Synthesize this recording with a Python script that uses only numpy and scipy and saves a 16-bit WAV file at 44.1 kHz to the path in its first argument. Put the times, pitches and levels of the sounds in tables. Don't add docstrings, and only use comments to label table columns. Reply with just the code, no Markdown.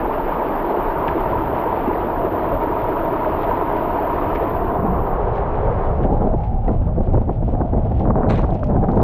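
import sys
import numpy as np
from scipy import signal
from scipy.fft import rfft, irfft, next_fast_len
from scipy.io import wavfile
from scipy.ndimage import uniform_filter1d, minimum_filter1d, map_coordinates

SR = 44100
rng = np.random.default_rng(int(sys.argv[2]) if len(sys.argv) > 2 else 0)


def put_to_file(sound):
    columns = np.atleast_2d(sound).T
    safe = np.clip(columns, -1, 1)
    whole_steps = np.round(safe * 32767)
    wavfile.write(sys.argv[1], SR, whole_steps.astype(np.int16))


N = 398223

# time in seconds, resonance spacing in Hz, share that returns.
WALL_ECHO = [(0, 306, .24), (2, 316, .3), (2.8, 317, .48), (4, 318, .35), (4.4, 328, .35), (4.65, 336, .42),
             (4.9, 358, .35), (5.15, 386, .12), (5.4, 410, .08), (5.62, 560, .13), (5.85, 640, .18),
             (6.5, 700, .2)]
# start in seconds, peak level in dB, starting pitch in Hz,
# rise as a share of that pitch per second.
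BIG_GLUGS = [(1.159, -18, 335, 2), (1.87, -15.5, 322.5, 1.9), (2.235, -19.5, 366.4, 2), (2.41, -20, 629, 1),
             (2.52, -19, 530, 1.5), (3.03, -20, 609, 0.84), (3.26, -17.5, 593, 2.6), (3.257, -22, 366, 2.2),
             (3.985, -21, 818, 2.8), (4.405, -17, 415, 11)]
# time in seconds, share of full speed.
RIDER_SPEED = [(4.1, 0.027), (6, 0.22), (7.2, 0.4), (8, 0.76), (9.03, .85)]
# centre in seconds, boost or cut in dB, half length in seconds.
WASH_SURGES = [(6.062, 7, .28), (7.37, -2.5, .09), (8.224, 4.5, .16), (8.932, 3, .16)]
# peak time in seconds, boom level in dB, smack level in dB, half length in seconds.
BODY_SLAPS = [(4.842,-22,-45,.012), (6.008,-18,-37,.011), (6.056,-16,-42,.013), (6.119,-16.5,-50,.023),
              (6.218,-20.5,-30.5,.019), (6.258,-17,-42,.023), (6.342,-18.5,-42,.012),
              (6.689,-17.5,-33.5,.015), (6.713,-20.5,-44,.008), (6.749,-25.5,-45,.008),
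              (6.985,-18.5,-42.5,.012), (7.009,-18,-36,.006), (7.084,-25.5,-47,.014), (7.147,-17.5,-40,.02),
              (7.178,-18.5,-38,.009), (7.217,-21,-47,0.0064), (7.295,-17,-36,.016), (7.429,-24.5,-48,.011),
              (7.487,-23.5,-48,.011), (7.544,-21,-41,.015), (7.612,-19,-35,.012), (7.656,-25,-49,.013),
              (7.74,-20.5,-35.5,.012), (7.778,-19.5,-40,.016), (7.864,-23,-44,.012), (7.919,-22,-42,.009),
              (8.01,-19.5,-44,.014), (8.071,-18,-35,.028), (8.108,-15.5,-27,0.0073), (8.177,-19.5,-34,.024),
              (8.235,-19.5,-30.5,.032), (8.31,-17.5,-30.5,.036), (8.39,-18.5,-32,.011),
              (8.439,-20.5,-30,.012), (8.496,-22,-43,.013), (8.526,-23.5,-44,.01), (8.555,-20.5,-42,.009),
              (8.632,-26.5,-37,.008), (8.709,-19.5,-35.5,.021), (8.758,-17.5,-33,.023),
              (8.84,-18.5,-31.5,.02), (8.893,-16.5,-32.5,.014), (8.939,-19,-35.5,.022),
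              (8.975,-15,-30,.009), (9.008,-16,-30.5,.022)]
# start in seconds, level before muffling in dB, pitch in Hz.
SHELL_CLACKS = [(6.3367, -12.5, 600), (6.6896, -22, 990), (7.0745, -21, 697), (7.153, -25, 1230),
                (7.1744, -24, 1080), (7.2165, -19, 650), (7.2945, -14, 790), (8.0545, -21, 1140),
                (8.104, -16, 1060), (8.1065, -13, 1000), (8.1562, -14, 965), (8.2329, -17, 1150),
                (8.2668, -25, 1380), (8.3931, -18, 1040), (8.442, -26, 1220), (8.6324, -20.5, 1110),
                (8.886, -19, 1180), (9.0012, -23, 1180)]
# time in seconds, resonance in Hz, level in dB.
LEG_HOLLOW = [(5.6, 770, -34), (5.9, 740, -33), (6.1, 680, -29.5), (6.4, 710, -31.5), (6.65, 720, -31.5),
              (6.9, 659.7, -39.5), (7.35, 620, -40.5), (7.5, 620, -34.5), (7.6, 760, -28),
              (7.7, 639.3, -32), (7.95, 699.5, -36), (8.15, 720, -32.5), (8.55, 660, -33), (9.03, 700, -28)]
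# peak time in seconds, splash level in dB, spray level in dB,
# length in seconds (the splash's decay time and the spray's half length).
FOOT_SPLASHES = [(1.082, -26.5, -47, 0.017), (1.932, -39, -61, 0.0094), (2.447, -31, -53, 0.01),
                 (3.246, -32, -61, 0.0092), (3.434, -32, -57, .01), (4.353, -26, -44.5, 0.009),
                 (4.512, -44, -62, 0.011), (5.372, -41.5, -51.5, 0.028), (5.547, -37.5, -65, .02),
                 (6.036, -39.5, -53.5, 0.015), (6.228, -46, -56, 0.011), (6.442, -50, -58.5, 0.032),
                 (6.681, -44, -64, 0.0072), (8.002, -62, -63.5, 0.044), (8.53, -63, -63, 0.054),
                 (8.63, -53, -62, 0.025)]
# start in seconds, level in dB.
DROPS_AND_CLICK = [(7.996, -43), (8.302, -34.5), (8.3085, -30), (8.359, -35), (8.378, -37), (8.393, -38.5),
                   (8.4175, -40), (8.453, -44), (8.506, -42), (8.5445, -44), (8.552, -43), (8.595, -46),
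                   (8.6425, -39), (8.6705, -44.5), (8.888, -47.5), (8.917, -42.5), (8.9575, -45),
                   (8.975, -47), (9.0175, -42)]
# centre in seconds, boost or cut in dB, half length in seconds.
WIND_GUSTS = [(.1, 3, 0.2), (.6, -2.5, .22), (1.25, 4, 0.3), (1.85, 2, .2), (2.498, 3, 0.26),
              (3.4, 3.5, 0.21), (4.35, 2.5, 0.25), (4.95, 2, 0.17), (5.502, -2, .1), (6.5, -1.5, .12),
              (7.058, -10, 0.012), (7.142, 2.5, 0.052), (7.243, -3, 0.018), (7.35, -4, 0.039),
              (7.8, -1.5, .4), (8.622, -4, 0.048)]

# frequency in Hz, relative gain in dB.
GUSH_EQ = [(60, -37.5), (150, -2), (210, -3.5), (265, -2.5), (315, -1.5), (365, -2), (412, 2.5),
           (520, -1.5), (620, -3), (690, 0), (790, -1), (870, -0.5), (945, 0), (1010, -2.5), (1090, -5),
           (1500, -20), (2100, -34.5), (4000, -76.5)]
GUSH_BEHIND_EQ = [(60, -38), (200, -9.5), (300, -9), (400, 2.5), (540, 1), (760, 0), (940, -2), (1100, -7),
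                  (1500, -19.5), (2100, -33.5), (4000, -76)]
FIZZ_EQ = [(600, -22), (1300, 9.5), (1900, 2), (2900, -7.5), (4000, -20.5), (6000, -33.5), (8200, -46.5),
           (9500, -75)]
WASH_EQ = [(120, -6.5), (250, -9), (350, -4.5), (520, -1.5), (680, -3), (820, -4.5), (1050, -15),
           (1500, -25), (2200, -45.5), (4000, -56.5), (8000, -89.5)]
SPRAY_EQ = [(900, -13.5), (2000, 7), (3200, -1), (4300, -11), (6000, -17.5), (8000, -31), (9500, -56.5)]
SHELL_BOOM_EQ = [(40, -25), (110, 1), (200, 10), (330, 6), (500, 4), (720, 1.5), (900, -5.5), (1150, -21.5),
                 (2000, -46.5), (5000, -83.5)]
SMACK_EQ = [(600, -25.5), (1000, 10), (1350, 1), (1900, -14.5), (3000, -37.5), (6000, -59), (10000, -100)]
GROAN_EQ = [(60, -28.5), (130, -11), (175, 5.5), (215, 0.5), (280, -10), (500, -32.5), (1200, -79.5)]
CASE_EQ = [(500, -18), (1500, 9.5), (3200, -3.5), (4200, -3.5), (4800, -20), (7500, -17.5), (8700, -26),
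           (9600, -44), (12000, -49.5), (14000, -61.5)]
TICK_EQ = [(800, -12), (2500, 14), (5000, 6.5), (7000, -0.5), (8500, -18), (10000, -30.5), (13000, -33),
           (15000, -60)]
RUMBLE_EQ = [(12, -24), (24, 6.5), (45, -0.5), (70, -2), (115, -4), (170, -11.5), (260, -23), (450, -27.5),
             (1000, -55), (3000, -91.5)]
FLUTTER_EQ = [(15, -29), (40, 3), (110, 0), (160, -4.5), (230, -5.5), (320, -21), (500, -31), (1000, -58),
              (3000, -97)]
SIZZLE_EQ = [(10400, -70.5), (11000, -23), (11600, -5.5), (12000, 3.5), (12700, -4.5), (13600, 0),
             (14500, 0.5), (15300, -25), (15700, -28)]

EXIT_S, EXIT_TAKES_S = 4.66, 0.45
FILM_S, FILM_TAKES_S = 5.54, 1
BROW_S, BROW_FADE_S, BROW_SHADE_DB = 5.86, .52, 32


def inlet():
    spacing_hz, wall_gain = curves(WALL_ECHO)
    froth = bubbles(count=3000, low_hz=294.4, high_hz=3390, cycles=9, rise=.15, spread_db=0)
    close = voiced(churn(patchy_db=.3) + .3 * froth, GUSH_EQ)
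    behind = voiced(churn(patchy_db=1), GUSH_BEHIND_EQ)
    gush = crossfade(close, behind, ease(5.1, takes_s=.45))
    reflected = signal.sosfiltfilt(lowpass(4, hz=1110), gush)
    echoes = sum(wall_gain ** trips * map_coordinates(reflected, [np.arange(N) - trips * SR / spacing_hz])
                 for trips in (1, 2, 3))
    fizz = voiced(churn(patchy_db=2) + .73 * patter(rate=1100, spread_db=2) + .11 * froth, FIZZ_EQ)
    foot_lifted = bump(2.35, half_s=.5)
    fizz_db = -37.5 - 2 * foot_lifted + .61 * wobble(35)
    wading = bump(EXIT_S, EXIT_TAKES_S)
    gush_db = -21 + .45 * wading + .35 * wobble(25)
    return unit(gush + echoes) * from_tub(gush_db, loss_db=.8) + fizz * from_tub(fizz_db, loss_db=6.5)


def gurgles():
    glugs = bubbles(count=260, low_hz=290, high_hz=480, cycles=22, rise=.08, spread_db=1.5)
    water = glugs * from_tub(-32, loss_db=14)
    t = np.arange(SR // 10) / SR
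    swell_s = .013
    swell = t / swell_s * np.exp(1 - t / swell_s)
    for s, db, hz, rise in BIG_GLUGS:
        phase = 2 * np.pi * hz * t * (1 + rise * t / 2) + wobble(110)[:len(t)]
        water[round(s * SR):][:len(t)] += amp(db) * swell * np.sin(phase)
    return water


def skim():
    planing = ease(FILM_S, FILM_TAKES_S)
    wash_db = -35.5 + 4.5 * speed() + swells_db(WASH_SURGES)
    wash = voiced(churn(patchy_db=1), WASH_EQ) * planing * amp(wash_db + 1.9 * wobble(40))
    spray = voiced(churn(patchy_db=1) + 2.1 * patter(rate=440, spread_db=-.5), SPRAY_EQ)
    spurts = sum(amp(db) * bump(s, half_s) for s, _, db, half_s in FOOT_SPLASHES)
    return wash + spray * (planing * amp(-62.5) + spurts) * amp(2.1 * wobble(22))


def slaps():
    t = np.arange(N) / SR
    boom, smack, contacts = np.zeros((3, N))
    for s, boom_db, smack_db, half_s in BODY_SLAPS:
        span = slice(int(s * SR) - SR // 8, int(s * SR) + SR // 4)
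        age = (t[span] - s) / half_s
        swell = np.exp(-np.where(age < 0, .92 * age, .77 * age) ** 2)
        boom[span] += amp(boom_db) * swell
        smack[span] += amp(smack_db) * swell ** 2
        contacts[round((s - half_s / 2) * SR)] += amp(boom_db - 3)
    blows = patter(rate=900, spread_db=2) + .35 * rng.standard_normal(N)
    rattle = amp(3 * wobble(220))
    knocks = colour(contacts, SHELL_BOOM_EQ)
    knocks *= 2 * contacts.max() / np.abs(knocks).max()
    return knocks + voiced(blows, SHELL_BOOM_EQ) * boom + voiced(blows * rattle, SMACK_EQ) * smack


def clacks():
    attack_s, decay_cycles = .0006, 1.2
    t = np.arange(SR // 40) / SR
    hits = np.zeros(N + SR)
    for s, db, hz in SHELL_CLACKS:
        envelope = (1 - np.exp(-t / attack_s)) * np.exp(-t * hz / decay_cycles)
        hits[round(s * SR):][:len(t)] += amp(db) * envelope / envelope.max() * np.sin(2 * np.pi * hz * t)
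    return signal.sosfilt(lowpass(3, hz=2100), hits[:N])


def hollow():
    width_hz, waver_hz = 110, 55
    centre_hz, level_db = curves(LEG_HOLLOW)
    drift = signal.sosfilt(lowpass(2, hz=width_hz / 2), rng.standard_normal((2, N)))
    phase = 2 * np.pi * np.cumsum(centre_hz + waver_hz * wobble(10)) / SR
    ring = unit(drift[0] * np.cos(phase) + drift[1] * np.sin(phase))
    return ring * ease(FILM_S, FILM_TAKES_S) * amp(level_db)


def feet():
    envelope = sum(amp(db) * np.where(since(s) > 0, np.exp(-since(s) / decay_s), bump(s, decay_s / 4))
                   for s, db, _, decay_s in FOOT_SPLASHES)
    droplets = patter(rate=900, spread_db=2.5)
    froth = bubbles(count=2800, low_hz=1260, high_hz=3860, cycles=6.3, rise=.092, spread_db=0)
    return voiced(droplets + 1.1 * froth + .6 * rng.standard_normal(N), FIZZ_EQ) * envelope


def push_off():
    return voiced(churn(patchy_db=1.5), GROAN_EQ) * amp(-23.5) * bump(4.87, half_s=.13)


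def camera_spray():
    hit_s, attack_s, sag_s, dull_s, hold_s = 8.305, .012, .015, .06, .086
    sag_db, release_db_per_s = 8, 321
    age = since(hit_s)
    attack = np.where(age > 0, 1, bump(hit_s, attack_s))
    sheet_db = -31 - sag_db * (1 - np.exp(-age / sag_s)) - release_db_per_s * since(hit_s + hold_s)
    bright = voiced(churn(patchy_db=2.5) + 1.1 * patter(rate=1600, spread_db=4.5), CASE_EQ)
    dull = signal.sosfiltfilt(lowpass(2, hz=4800), bright)
    sheet = (dull + (bright - dull) * np.exp(-age / dull_s)) * attack * amp(sheet_db)
    t = np.arange(SR // 25) / SR
    burst = .7 * np.exp(-t / .00083) + .08 * np.exp(-t / .006)
    drizzle = [(hit_s + when * (N / SR - hit_s), -51.5 - 7 * faint) for when, faint in rng.random((12, 2))]
    hits = np.zeros(N + SR)
    for s, db in list(DROPS_AND_CLICK) + drizzle:
        hits[round(s * SR):][:len(t)] += amp(db) * burst
    return sheet + voiced(rng.standard_normal(N), TICK_EQ) * uniform_filter1d(hits[:N], size=24)


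def wind():
    rest_db, rise_db, knee_speed = -33.5, 16.5, .15
    pace = speed()
    rumble = voiced(rng.standard_normal(N), RUMBLE_EQ)
    flutter = voiced(rng.standard_normal(N), FLUTTER_EQ)
    deep = unit(signal.sosfilt(lowpass(2, hz=56.3), rumble))
    breeze = crossfade(deep, rumble, ease(.94, takes_s=.46))
    eddies = np.sqrt(1 - pace ** 2) * breeze + pace * flutter
    buffet = signal.sosfilt(lowpass(4, hz=420), np.tanh(.55 * eddies))
    buffet_db = rest_db + rise_db * np.tanh(pace / knee_speed)
    return unit(buffet) * amp(buffet_db + swells_db(WIND_GUSTS) + 1.5 * wobble(26))


def high_hiss():
    ticks = patter(rate=45, spread_db=6)
    sizzle = voiced(rng.standard_normal(N) + .35 * ticks, SIZZLE_EQ)
    age = since(5.11)
    release_db = np.maximum(-193 * age, -17.5 - 44 * age)
    sputter = amp(-68.5) * bump(5.365, half_s=.063)
    level = from_tub(-47.5 + release_db, loss_db=4.5) + sputter
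    return sizzle * level * amp(.9 * wobble(160) + .6 * wobble(14))


def from_tub(db, loss_db):
    hidden = 1 - np.exp(-since(BROW_S) / BROW_FADE_S)
    return amp(db - loss_db * ease(EXIT_S, EXIT_TAKES_S) - BROW_SHADE_DB * hidden)


def speed():
    return np.clip(curves(RIDER_SPEED)[0], 0, 1)


def bubbles(count, low_hz, high_hz, cycles, rise, spread_db):
    when, pitch, size, life = rng.random((count, 4)).T[:, :, None]
    t = np.arange(SR // 25) / SR
    hz = low_hz * (high_hz / low_hz) ** pitch
    age = t * hz / (cycles * (.5 + life))
    ring = np.sin(2 * np.pi * hz * t * (1 + rise * np.minimum(age, 2) / 2))
    ring *= np.exp(-np.pi * age) * (1 - t / t[-1])
    ring *= 1 - np.exp(-(2 * t * hz) ** 2)
    strength = hz * amp(spread_db * np.minimum(-np.log(1 - size), 4))
    index = (when * N).astype(int) + np.arange(len(t))
    return unit(np.bincount(index.ravel(), (ring * strength).ravel(), N)[:N])


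def churn(patchy_db):
    spectrum = signal.stft(rng.standard_normal(N), nperseg=512)[2]
    patches = uniform_filter1d(rng.standard_normal(spectrum.shape), size=5, axis=0)
    patches = uniform_filter1d(patches, size=7, axis=1)
    return unit(signal.istft(spectrum * amp(patchy_db * unit(patches)), nperseg=512)[1][:N])


def patter(rate, spread_db):
    hit = rng.random(N) < rate / SR
    size = amp(spread_db * np.clip(rng.standard_normal(N), -2, 2))
    return unit(hit * size * rng.choice([-1, 1], N))


def colour(x, eq):
    size = next_fast_len(N + 8192, real=True)
    size += size % 2
    hz, db = np.transpose(eq)
    gain = amp(np.interp(np.log(np.fft.rfftfreq(size, 1 / SR) + 1), np.log(hz), db))
    cepstrum = irfft(np.log(gain))
    cepstrum[1:size // 2] *= 2
    cepstrum[size // 2 + 1:] = 0
    return irfft(rfft(x, size) * np.exp(rfft(cepstrum)))[:N]


def voiced(x, eq):
    return unit(colour(x, eq))


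def lowpass(order, hz):
    return signal.butter(order, hz, fs=SR, output="sos")


def crossfade(a, b, mix):
    return np.sqrt(1 - mix) * a + np.sqrt(mix) * b


def curves(rows):
    s, *columns = np.transpose(rows)
    return [np.interp(np.arange(N) / SR, s, column) for column in columns]


def swells_db(rows):
    return sum(db * bump(s, half_s) for s, db, half_s in rows)


def wobble(rate):
    points = rng.standard_normal(int(N * rate / SR) + 4)
    return unit(map_coordinates(points, [np.arange(N) * rate / SR]))


def since(s):
    return np.maximum(np.arange(N) / SR - s, 0)


def ease(s, takes_s):
    return .5 + .5 * np.sin(np.pi * np.clip((np.arange(N) / SR - s) / takes_s, -.5, .5))


def bump(s, half_s):
    return np.exp(-np.minimum(((np.arange(N) / SR - s) / half_s) ** 2, 50))


def amp(db):
    return 10 ** (np.asarray(db) / 20)


def unit(x):
    return x / np.sqrt(np.mean(x ** 2) + 1e-20)


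def scene():
    start = inlet() + gurgles() + feet() + push_off()
    ride = wind() + skim() + hollow() + slaps() + clacks() + camera_spray()
    centre = start + ride
    return np.array([centre + high_hiss(), centre])


def record(dry):
    ceiling, top_hz = .58, 15700
    needed = np.minimum(1, ceiling / (np.abs(dry).max(axis=0) + 1e-9))
    gain = uniform_filter1d(minimum_filter1d(needed, size=700), size=350)
    gain = uniform_filter1d(gain, size=350)
    size = next_fast_len(N + 8192)
    passband = np.fft.rfftfreq(size, 1 / SR) < top_hz
    return irfft(rfft(dry * gain, size) * passband, size)[:, :N]


dry = scene()
out = record(dry)
put_to_file(out)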